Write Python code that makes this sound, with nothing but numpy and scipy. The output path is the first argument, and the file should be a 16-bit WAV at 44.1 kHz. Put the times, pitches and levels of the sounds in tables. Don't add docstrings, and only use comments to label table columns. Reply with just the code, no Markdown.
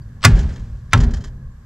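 import sys
import numpy as np
from scipy import signal
from scipy.fft import rfft, irfft
from scipy.io import wavfile

SR = 44100
rng = np.random.default_rng(int(sys.argv[2]) if len(sys.argv) > 2 else 0)


def to_linear_factor(level_db):
    exponent = np.asarray(level_db, float) / 20
    return 10 ** exponent


def wav_out(sig):
    wavfile.write(sys.argv[1], SR, np.round(np.clip(np.atleast_2d(sig).T, -1, 1) * 32767).astype(np.int16))


N = 72765
T = np.arange(N) / SR
F = np.maximum(np.fft.rfftfreq(N, 1 / SR), 1)

SLAM_S = [
    .2465,
    .9322,
]
SLAM_DB = [
    0,
    -3,
]
# (frequency [Hz], density [dB per Hz])
HISS_COLOUR = [(290, -21.5), (520, -6), (1700, -6), (2500, -19), (7300, -19.5), (10500, -32), (11700, -21),
               (13400, -34), (14000, -60)]
HISS_DB = -63.5


def curve(table):
    a = np.array(table)
    return np.interp(np.log(F), np.log(a[:, 0]), a[:, 1])


def noise(db_per_hz):
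    x = irfft(rfft(rng.standard_normal(N)) * to_linear_factor(db_per_hz), N)
    return x / x.std()


def peak_db(hz, width_hz):
    return -20 * np.log10(1 + (2 * (F - hz) / width_hz) ** 2)


def fall(t0_s, t60_s, rise_s):
    t = np.maximum(T - t0_s, 0)
    return (1 - np.exp(-(t / rise_s) ** 2)) * to_linear_factor(-60 * t / t60_s)


def walk(rate_hz):
    return noise(-40 * np.log10(1 + (F / rate_hz) ** 2))


def air():
    # (frequency [Hz], density [dB per Hz])
    wind_colour = [(12, -26.5), (20, -0.5), (65, -5), (87, -10.5), (124, -2.5), (147, -14.5), (228, -18.5),
                   (263, -30.5), (600, -42), (780, -77.5), (1320, -120)]
    # (time [s], level [dB])
    wind_swell = [(0, -5.5), (.2, -9), (.7, -8), (.9, -8), (1.4, -7.5), (1.65, -10.5)]
    traffic_hz = [1095, 1653]
    # (time [s], frequency [Hz], level [dB], length [s])
    chirps = [
        (0.024, 4670, -62, 0.013),
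        (0.58, 2130, -46, 0.0037),
        (1.512, 3497, -85, .012),
        (1.522, 7400, -71.5, .012),
    ]
    wind_db, gust_db, traffic_db, traffic_width_hz = -27.5, 1.5, -68, 150

    swell_db = np.interp(T, *np.array(wind_swell).T)
    out = to_linear_factor(wind_db + swell_db + gust_db * walk(13)) * noise(curve(wind_colour))
    out += to_linear_factor(HISS_DB + gust_db * walk(3) / 2) * noise(curve(HISS_COLOUR))
    for hz in traffic_hz:
        out += to_linear_factor(traffic_db + 2.0 * walk(11)) * noise(peak_db(hz, traffic_width_hz))
    for t0, hz, db, length_s in chirps:
        out += to_linear_factor(db) * np.exp(-((T - t0) / length_s * 2) ** 2) * noise(peak_db(hz, 400))
    return out


def lead_in_hiss():
    # (time [s], level [dB])
    steps = [
        (0.206, -50.5),
        (0.217, -39),
        (0.2275, -24),
        (0.9091, -46.5),
        (0.921, -33.5),
    ]
    # (start [s], end [s], level [dB])
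    line_ramps = [
        (.219, .2465, -39.5),
        (0.929, 0.931, -41.5),
    ]
    step_s, t60_s, top_hz, line_hz = .0106, 0.057, 5340, 8000

    low_pass_db = -10 * np.log10(1 + (F / top_hz) ** 12)
    low_cut_db = 40 * np.log10(F / (F + 500))
    hiss = noise(low_pass_db - 2.0 * np.log2(F / 1000) + low_cut_db)
    line = np.sin(2 * np.pi * line_hz * T) + .3 * noise(2 * peak_db(line_hz, 130))
    out = np.zeros(N)
    for start, end, db in line_ramps:
        out += to_linear_factor(db) * line * np.clip((T - start) / (end - start), 0, 1) * (T < end)
    for t0, db in steps:
        out += to_linear_factor(db) * (T < t0 + step_s) * hiss * fall(t0, t60_s, 0.0022)
    return out


def coupling():
    contact_s = [.2392, .2471, .2500, .2535, .9323, .9355, .9385]
    # (level [dB], ring share [dB], treble tilt [dB per octave], decay scale [1])
    contacts = [(-14.5, -5.5, -2, 1.3), (-8, 3, -4, 0.38), (-0.5, 5.5, 4.5, 0.3), (-13, -3.5, -2.13, 1.9),
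                (-0.5, -13, -3.1, 0.12), (-4.5, 8, 0.83, 0.12), (-17.5, -3.5, -7, 1.67)]
    # (frequency [Hz], density [dB per Hz])
    crack_colour = [(180, -43), (300, -29.5), (535, -18), (835, -7), (1110, 0.5), (2570, 1), (4430, -4),
                    (5310, -3.5), (15600, -25)]
    # (frequency [Hz], t60 [s])
    crack_t60 = [(300, 0.15), (1000, 0.072), (3000, 0.04), (8000, 0.062), (16000, 0.022)]
    # (frequency [Hz], level [dB], t60 [s])
    castings = [
        [(714, -4.5, .06), (410, -9, .04), (1136, 2.5, .06), (1440, -3.5, 0.082), (1710, -3.5, 0.1),
         (2022, 0.5, 0.08), (2500, 0.5, .07), (2970, -9.5, .045), (3700, -12.5, .06), (4630, -12.5, .06),
         (5100, -5, .05), (5400, -7.5, .04), (5900, -10.5, 0.044), (7400, -10.5, 0.019)],
        [(780, -19, 0.24), (1068, 1, 0.058), (1256, -7.5, 0.049), (1335, 1, .07), (1612, -3, 0.063),
         (1660, -2, 0.046), (2565, -9, 0.044), (3165, -11, .06), (3600, -13, 0.079), (3730, -16, 0.033),
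         (5130, -21.5, 0.04), (5986, -12.5, 0.039)],
    ]
    casting_db = -14.5

    out = np.zeros(N)
    crack = rfft(noise(curve(crack_colour)))
    t60_hz, t60_s = np.array(crack_t60).T
    for hz in 250 * 2 ** np.arange(0, 6.1, .5):
        band = irfft(crack * np.maximum(1 - abs(2 * np.log2(F / hz)), 0), N)
        band_t60 = np.interp(np.log(hz), np.log(t60_hz), t60_s)
        for t0, (db, _, tilt, scale) in zip(contact_s, contacts):
            level = to_linear_factor(db + tilt * np.log2(hz / 2000))
            out += band * level * fall(t0, band_t60 * scale, 0.00013)
    for t0, (db, ring_db, _, _) in zip(contact_s, contacts):
        modes = castings[int(t0 > SLAM_S[1] / 2)]
        for hz, mode_db, mode_t60 in modes:
            level_draw, pitch_draw = rng.standard_normal(2)
            level = to_linear_factor(db + ring_db + casting_db + mode_db + 2.0 * level_draw)
            mode_hz = hz * (1 + 0.00391 * pitch_draw)
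            ring = np.sin(2 * np.pi * mode_hz * (T - t0))
            out += level * fall(t0, mode_t60 * 0.89, 0.00018) * ring
    return out


def ticks():
    # (time [s], level [dB], frequency [Hz])
    hits = [(0.2426, -12, 3000), (0.2456, -10, 3300), (0.2473, 0.5, 1900), (.2503, -2.5, 4500),
            (.2520, -3.5, 5200), (.2556, -5.5, 3500), (0.2578, -6.5, 5000), (.2615, -13.5, 5000),
            (0.9326, -1, 1894), (.9340, -4, 1496), (.9355, -5.5, 3600), (0.9365, -5.5, 2410),
            (0.9386, -9, 3500), (.9420, -9.5, 1500)]
    rise_cycles, decay_cycles = .16, .8

    out = np.zeros(N)
    for t0, db, hz in hits:
        cycles = np.maximum(T - t0, 0) * hz
        envelope = (1 - np.exp(-(cycles / rise_cycles) ** 2)) * np.exp(-cycles / decay_cycles)
        out += to_linear_factor(db) * 1.7 * envelope * np.sin(2 * np.pi * cycles)
    return out


def frame_modes():
    # (frequency [Hz], level [dB], t60 [s], swell [s])
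    modes = [(33.4, -21, 1, 0.12), (46, -22, 0.6, .04), (91.6, -9, 0.27, 0.012), (112.3, -5, 0.36, 0.015),
             (133.24, -6, 0.17, 0.0097), (160.6, -19, 0.69, 0.011), (204.6, -24, 0.82, 0.15),
             (241.9, -21.5, 0.5, 0.017), (397.7, -34.5, 0.78, 0.017)]
    second_db = [-0.2, -0.8, -0.38, -1.5, -1.5, 1.1, -4, 1.55, 1.3]
    second_t60 = [0.82, 0.79, 0.88, 0.86, 1.1, 0.61, .9, 1.1, 0.98]
    frame_db, wobble_db = 4.5, 2.5
    bend, bend_s, bend_top_hz = 0.5, .008, 105

    out = np.zeros(N)
    for t0, slam_db in zip(SLAM_S, SLAM_DB):
        second = t0 > SLAM_S[0]
        t = np.maximum(T - t0, 0)
        bent = t + bend * bend_s * (1 - np.exp(-t / bend_s))
        for (hz, db, t60, swell_s), change_db, scale in zip(modes, second_db, second_t60):
            level = to_linear_factor(frame_db + db + slam_db + change_db * second + wobble_db * walk(30))
            swing = np.sin(2 * np.pi * hz * (bent if hz < bend_top_hz else t))
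            out -= level * fall(t0, t60 * scale ** second, swell_s) * swing
    return out


def shudder():
    rumble = noise(peak_db(62, 45))
    out = np.zeros(N)
    for t0, slam_db in zip(SLAM_S, SLAM_DB):
        out += to_linear_factor(-18.5 + slam_db) * fall(t0, 1.5, 0.043) * rumble
    return out


def wash():
    # (frequency [Hz], density [dB per Hz])
    wash_colour = [(71, -39), (120, -5.5), (240, -18), (290, -23.5), (1280, -37.5), (1620, -33.5),
                   (1920, -39), (6730, -55), (10000, -70), (13500, -95), (22000, -120)]
    wash_db = [-16.5, -18.5]
    wash_t60 = [0.9, 0.86]
    treble_share = [.9, .65]
    flutter_db, split_hz, treble_db = 1.5, 1300, 1.0

    rough = noise(curve(wash_colour)) * to_linear_factor(flutter_db * walk(60))
    low = irfft(rfft(rough) / (1 + (F / split_hz) ** 4), N)
    high = to_linear_factor(treble_db) * (rough - low)
    out = np.zeros(N)
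    for t0, db, t60, share in zip(SLAM_S, wash_db, wash_t60, treble_share):
        out += to_linear_factor(db) * (fall(t0, t60, 0.009) * low + fall(t0, t60 * share, .003) * high)
    return out


def linger():
    # (level [dB], t60 [s])
    tails = [
        (-54, 2.13),
        (-75.5, 1.2),
    ]
    centre_hz, width_hz, top_hz = 4600, 9100, 8500

    hiss = noise(peak_db(centre_hz, width_hz) - 10 * np.log10(1 + (F / top_hz) ** 12))
    hiss = hiss * to_linear_factor(1.1 * walk(25))
    return hiss * sum(to_linear_factor(db) * fall(t0, t60, .03) for t0, (db, t60) in zip(SLAM_S, tails))


def lurches():
    # (top of swing [s], frequency [Hz], level [dB], length [cycles])
    swings = [(.349, 46, -3, .8), (.393, 55.5, -9.5, .9), (0.427, 71.9, -12, 1.1),
              (.455, 74.4, -12.5, 0.77), (.495, 48, -17, .9), (.525, 69.7, -21.5, 1.1),
              (0.641, 52.2, -25, 1.2), (0.681, 105, -29, 2.54), (.745, 56.8, -25.5, 2),
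              (0.827, 105.8, -31, 2.5), (0.992, 48, -8.5, 0.7), (1.037, 48, -5, 0.73),
              (1.05, 230.4, -23, 4.9), (1.095, 233, -27, 4.6), (1.195, 216.7, -35, 2.2),
              (1.078, 62, -6, 0.6), (1.11, 45, -17, .7), (1.138, 46.6, -11.5, 0.58),
              (1.178, 64.05, -15, 0.81), (1.209, 80, -22.5, 0.69), (1.354, 53.7, -25, 1),
              (1.44, 48, -31, 1.354), (1.5, 110, -32, 1.8)]

    out = np.zeros(N)
    for t0, hz, db, cycles in swings:
        bell = np.exp(-((T - t0) * hz / cycles) ** 2)
        out += to_linear_factor(db) * bell * np.cos(2 * np.pi * hz * (T - t0))
    return out


def rattles():
    # (time [s], level [dB], t60 [s])
    knocks = [(0.3571, -36, 0.32), (0.392, -29.5, 0.099), (0.429, -38, 0.044), (0.491, -42, 0.14),
              (0.525, -40.5, 0.11), (0.5596, -38, 0.09), (0.5964, -45.5, 0.089), (0.9768, -18.5, 0.034),
              (1.0036, -21.5, 0.086), (1.036, -29.5, 0.076), (1.1085, -33.5, 0.073), (1.1368, -30, 0.13),
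              (1.1706, -38, 0.069), (1.2073, -41.5, 0.13), (1.2406, -30.5, 0.1), (1.2744, -44.5, 0.069)]
    # (frequency [Hz], density [dB per Hz])
    grit_colour = [(400, -32.5), (700, -8), (1700, -1.5), (2400, -14.5), (4500, -8), (7000, -9),
                   (8300, -21), (10400, -33.5), (11800, -29.5), (13200, -37.5), (14000, -63)]
    # (frequency [Hz], width [Hz], level [dB])
    resonances = [(1750, 250, 10), (3165, 260, 9.5), (4080, 41, -0.5), (4760, 120, -12), (5200, 120, 3.5),
                  (5840, 350, -11), (6950, 440, 2.5)]
    rattle_db, modes_db, grit_db = -7, -5, 1.5
    lead_s, rise_s = .003, .003

    ring = sum(to_linear_factor(db) * noise(peak_db(hz, width_hz)) for hz, width_hz, db in resonances)
    grit = noise(curve(grit_colour)) + to_linear_factor(modes_db) * ring / ring.std()
    bursts = sum(to_linear_factor(rattle_db + db) * fall(t0 - lead_s, t60, rise_s) for t0, db, t60 in knocks)
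    return grit * to_linear_factor(grit_db * walk(180)) * bursts


def scene():
    # (frequency [Hz], level difference [dB])
    port_db = [(200, 0), (500, -.8), (1500, -.3), (4000, -.3), (6000, .5), (8500, 4), (12000, -2.5)]
    # (frequency [Hz], phase difference [rad])
    port_rad = [(50, -.015), (150, -.03), (350, -.13), (700, -.33), (1500, -.4), (3000, -.62), (6000, -.5),
                (12000, -.85)]
    apart_db = -1.5

    mix = air() + lead_in_hiss() + coupling() + ticks() + frame_modes() + shudder()
    mix = mix + wash() + linger() + lurches() + rattles()
    ramp = np.linspace(mix[0], mix[-1], N)
    mono = rfft(mix - ramp)
    half = to_linear_factor(curve(port_db) / 2) * np.exp(.5j * curve(port_rad))
    apart = to_linear_factor(HISS_DB + apart_db) * noise(curve(HISS_COLOUR))
    left = irfft(mono * half, N) + apart
    right = irfft(mono / half, N) - apart
    return np.array([left, right]) + ramp


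def band_limit(x):
    return signal.sosfilt(signal.butter(12, 15700, fs=SR, output="sos"), x)


def record(dry):
    clip_drive = 1.08
    clipped = np.clip(clip_drive * dry, -1, 1)
    return band_limit(clipped)


dry = scene()
out = record(dry)
wav_out(out)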